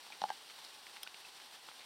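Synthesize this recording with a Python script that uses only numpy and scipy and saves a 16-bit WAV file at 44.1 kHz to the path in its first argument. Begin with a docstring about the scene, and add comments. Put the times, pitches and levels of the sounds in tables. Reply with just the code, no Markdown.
"""Fishing on a still lake at dusk

An angler shifts his grip on a rod and reel close to the microphone. Under an even hiss, bumps set a hollow body
ringing in three knocks, and the reel's catch strikes metal in one sharp snap. Handled tackle ticks and rustles,
and tiny ringing bubbles make faint plips of water."""
import sys
import numpy as np
from scipy import signal
from scipy.fft import rfft, irfft
from scipy.io import wavfile
from scipy.ndimage import uniform_filter1d

SR = 44100
rng = np.random.default_rng(int(sys.argv[2]) if len(sys.argv) > 2 else 0)


def persist_wave(psi):
    """Save psi, clipped to +-1, as 16-bit WAV."""
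    counts = np.round(np.clip(psi, -1, 1) * 32767).astype(np.int16)
    wavfile.write(sys.argv[1], SR, np.atleast_2d(counts).T)


N = 81585
TIME = np.arange(N) / SR

# The tone of the hiss: pitch_hz, relative_db
HISS_TONE = [(25, -24.5), (60, -18), (130, -16), (250, -8), (400, -4.5), (650, -4), (760, 1.3), (835, 4.5),
             (930, 0.3), (1050, 1.5), (1200, -2), (1600, -1.5), (2300, -3), (3200, 1.5), (4500, 0.9),
             (5200, -3.5), (5850, -3), (6350, -11.5), (7500, -9), (9000, -6.5), (9700, -8.5), (10300, -15),
             (13500, -15), (15500, -21)]
# How loud the hiss is over time: time_s, level_db
HISS_LOUDNESS = [(0, -54.8), (.4, -55), (.67, -54.5), (.8, -55.5), (1.1, -55.5), (1.3, -55.5), (1.6, -56.5),
                 (1.85, -55)]
# The hiss's stereo spread, compared with its centre: pitch_hz, relative_db
HISS_SPREAD = [(30, -10), (120, -19), (300, -19), (800, -15), (1500, -20), (3000, -44), (6000, -53.5),
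               (12000, -45)]
# Bumps on a hollow body, in close pairs. A fade is the time taken to drop by 60 dB. # Scuff, thump and overtone
# are relative to the level. # start_s, level_db, scuff_db, pitch_hz, fade_s, thump_db, overtone_db
BUMPS = [(.0655, -47, -19, 854, .03, -42, -33), (0.103, -47, -5, 835, 0.03, -40, -25),
         (0.218, -29, -11, 806, 0.025, -23.5, -29), (0.2392, -22, -19, 835, 0.033, -36, -54),
         (0.2924, -41, -6, 880, 0.016, -40, -8), (0.3029, -27.5, -25, 852, 0.027, -41, -17)]
# The noise of surfaces scuffing in a bump: centre_hz, relative_db, width_hz
SCUFF_BANDS = [(1600, -5, 740), (3180, -2, 800), (4280, -1, 400), (5400, -7.5, 900)]
# The two strikes of the reel's catch: start_s, level_db, brightness_db_per_octave
CATCH_STRIKES = [(1.0314, -43.5, 7.5), (1.03275, -37.5, -3.5)]
# The notes the reel's metal rings at: pitch_hz, relative_db, fade_s
METAL_NOTES = [(1530, -24, 0.017), (3040, -13, 0.013), (3260, -3, 0.024), (3330, -5.5, 0.027),
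               (3580, -12, 0.02), (5200, -8, 0.032), (5760, -10, .017), (8500, -7, 0.0084),
               (9760, -2.5, 0.009), (14200, -7, 0.008)]
# Light touches on the tackle: start_s, level_db, centre_hz, width_hz, fade_s, ring_db
TACKLE_TOUCHES = [(0.123, -49, 2300, 1190, 0.074, -45), (0.2875, -47.5, 1900, 900, 0.013, -54),
                  (0.3027, -41, 1850, 1000, 0.01, -63), (.348, -67, 4000, 3000, 0.014, -56),
                  (0.499, -48.5, 2000, 2400, 0.031, -46), (0.6477, -41, 4400, 1200, 0.0078, -72),
                  (.685, -49, 3660, 2500, 0.01, -60), (0.8674, -43.5, 1900, 2420, 0.011, -50),
                  (0.9632, -39.5, 1890, 1690, 0.0085, -49), (0.9686, -43, 2110, 900, 0.0061, -60),
                  (1.074, -43, 3040, 1990, .009, -49), (1.144, -48, 2220, 2400, 0.024, -54),
                  (1.4, -49.5, 1460, 2000, 0.03, -47), (1.416, -51, 2010, 3600, 0.032, -49),
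                  (1.6872, -48, 1280, 890, 0.027, -41), (1.6876, -47.5, 3570, 900, 0.015, -70),
                  (1.7138, -50, 1300, 2500, 0.016, -43), (1.793, -49.5, 3550, 900, 0.016, -48),
                  (1.806, -53, 2500, 2400, 0.11, -54)]
# Bubbles in the water: start_s, level_db, pitch_hz, fade_s
BUBBLES = [(0.122, -39.5, 2320, 0.024), (1.065, -45, 1474, 0.058), (1.2485, -44, 2610, 0.033)]


def from_db(db):
    """Turn decibels into a number to multiply by."""
    return 10 ** (np.asarray(db) / 20)


def normalise(x):
    """Scale a signal to an average power of one."""
    return x / np.sqrt(np.mean(x ** 2) + 1e-20)


def shape_tone(x, points):
    """Filter a sound by a curve through (pitch_hz, gain_db) points."""
    hz, db = np.transpose(points)
    bin_hz = np.maximum(np.arange(N // 2 + 1) * SR / N, 1)
    return irfft(rfft(x) * from_db(np.interp(np.log(bin_hz), np.log(hz), db)), N)


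def band(x, low_hz, high_hz):
    """Keep what lies between two pitches, with gentle edges."""
    return signal.sosfilt(signal.butter(2, [low_hz, high_hz], "band", fs=SR, output="sos"), x)


def age(start_s):
    """Seconds since the start, zero before it."""
    return np.maximum(TIME - start_s, 0)


def fade(start_s, fade_s):
    """A level that jumps to one, then drops 60 dB every fade_s."""
    return (TIME >= start_s) * np.exp(-np.log(1000) * age(start_s) / fade_s)


def ring(start_s, hz, fade_s, wave=np.cos):
    """One fading note: a cosine starts with a click, a sine more softly."""
    return wave(2 * np.pi * hz * age(start_s)) * fade(start_s, fade_s)


def even_noise(hz, width_hz):
    """Noise gathered around one pitch, with its level evened out."""
    radius = np.exp(-np.pi * width_hz / SR)
    resonance = [1, 0, -1, 1, -2 * radius * np.cos(2 * np.pi * hz / SR), radius ** 2]
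    noise = normalise(signal.sosfilt([resonance, resonance], rng.standard_normal(N)))
    return noise / np.sqrt(uniform_filter1d(noise ** 2, size=90) + 1e-9)


def stereo(centre, spread):
    """Make left and right by adding and subtracting the spread."""
    return np.array([centre + spread, centre - spread])


def hiss():
    """The air and the microphone give an even hiss that wavers very slightly."""
    centre, spread = (normalise(shape_tone(noise, HISS_TONE)) for noise in rng.standard_normal((2, N)))
    below_20_hz = signal.butter(2, 20, fs=SR, output="sos")
    waver_db = 1.11 * normalise(signal.sosfilt(below_20_hz, rng.standard_normal(N)))
    level_db = np.interp(TIME, *np.transpose(HISS_LOUDNESS)) + waver_db
    return from_db(level_db) * stereo(centre, shape_tone(spread, HISS_SPREAD))


def water_plips():
    """Small bubbles ring briefly and rise in pitch."""
    rise_per_s, attack_s = 2.2, 0.00052   # the rise is relative to the starting pitch
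    out = np.zeros(N)
    for start_s, db, hz, fade_s in BUBBLES:
        t = age(start_s)
        note = np.sin(2 * np.pi * hz * t * (1 + rise_per_s * t / 2))
        onset = 1 - np.exp(-t / attack_s)
        out += from_db(db) * note * onset * fade(start_s, fade_s)
    return out


def hollow_ring(start_s, db):
    """Even a light touch sets the hollow body ringing."""
    return from_db(db) * ring(start_s, hz=877, fade_s=0.0091)


def tackle_ticks():
    """Each touch makes a grainy tick, a trace of hollow ring and a short rustle."""
    out = np.zeros(N)
    for start_s, db, hz, width_hz, fade_s, ring_db in TACKLE_TOUCHES:
        tick = fade(start_s, fade_s)
        rustle = from_db(-15) * fade(start_s, fade_s=0.076)
        out += from_db(db) * even_noise(hz, width_hz) * (tick + rustle) + hollow_ring(start_s, ring_db)
    # A fast, random flutter in level makes the sound grainy.
    grain_db = 4.5 * normalise(uniform_filter1d(rng.standard_normal(N), size=20))
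    return band(out * normalise(from_db(grain_db)), low_hz=200, high_hz=7100)


def reel_snap():
    """The catch cracks and strikes the reel's metal twice: first thin and bright, then fuller."""
    pivot_hz = 4970   # brightness leaves this pitch unchanged
    metal = np.zeros(N)
    for start_s, db, brightness in CATCH_STRIKES:
        for hz, note_db, fade_s in METAL_NOTES:
            level_db = db + note_db + brightness * np.log2(hz / pivot_hz) + rng.normal(0, 1)
            metal += from_db(level_db) * ring(start_s, hz, fade_s, wave=np.sin)
    first_s, first_db, _ = CATCH_STRIKES[0]
    crack = from_db(-47.5) * even_noise(hz=12000, width_hz=7000) * fade(first_s, fade_s=0.018)
    return band(metal + crack, low_hz=1100, high_hz=18000) + hollow_ring(first_s, first_db - 13)


def hollow_knocks():
    """Each bump scuffs, then a hollow body rings, with a low thump and a higher overtone."""
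    scuff_rise_s, scuff_fade_s, echo_delay_s = 0.00083, 0.011, 0.0129
    centre, spread = np.zeros((2, N))
    scuff_noise = sum(from_db(db) * even_noise(hz, width_hz) for hz, db, width_hz in SCUFF_BANDS)
    for start_s, db, scuff_db, hz, fade_s, thump_db, overtone_db in BUMPS:
        lingering_note = from_db(-15) * ring(start_s, hz=785, fade_s=0.098)
        echo = from_db(-15) * ring(start_s + echo_delay_s, hz, fade_s)   # one nearby reflection
        body = band(ring(start_s, hz, fade_s) + lingering_note + echo, low_hz=330, high_hz=1360)
        thump = from_db(thump_db) * ring(start_s, hz=195, fade_s=0.1, wave=np.sin)
        overtone = from_db(overtone_db) * ring(start_s, hz=1588, fade_s=0.072, wave=np.sin)
        # The scuff swells just before the body rings.
        swell = np.exp(-np.maximum(start_s - TIME, 0) / scuff_rise_s)
        fall = np.exp(-np.log(1000) * age(start_s) / scuff_fade_s)
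        scuff = from_db(scuff_db) * scuff_noise * swell * fall
        centre += from_db(db) * (body + thump + overtone + scuff)
        spread += from_db(db - 13) * band(body, low_hz=100, high_hz=hz)
    return stereo(centre, spread)


def scene():
    """The water and handling sounds sit in the middle of the hiss."""
    return hiss() + water_plips() + tackle_ticks() + reel_snap() + hollow_knocks()


def record(dry):
    """Cut away the very highest treble."""
    cutoff_hz = 15800
    return signal.sosfilt(signal.ellip(10, .1, 70, cutoff_hz, fs=SR, output="sos"), dry)


dry = scene()
out = record(dry)
persist_wave(out)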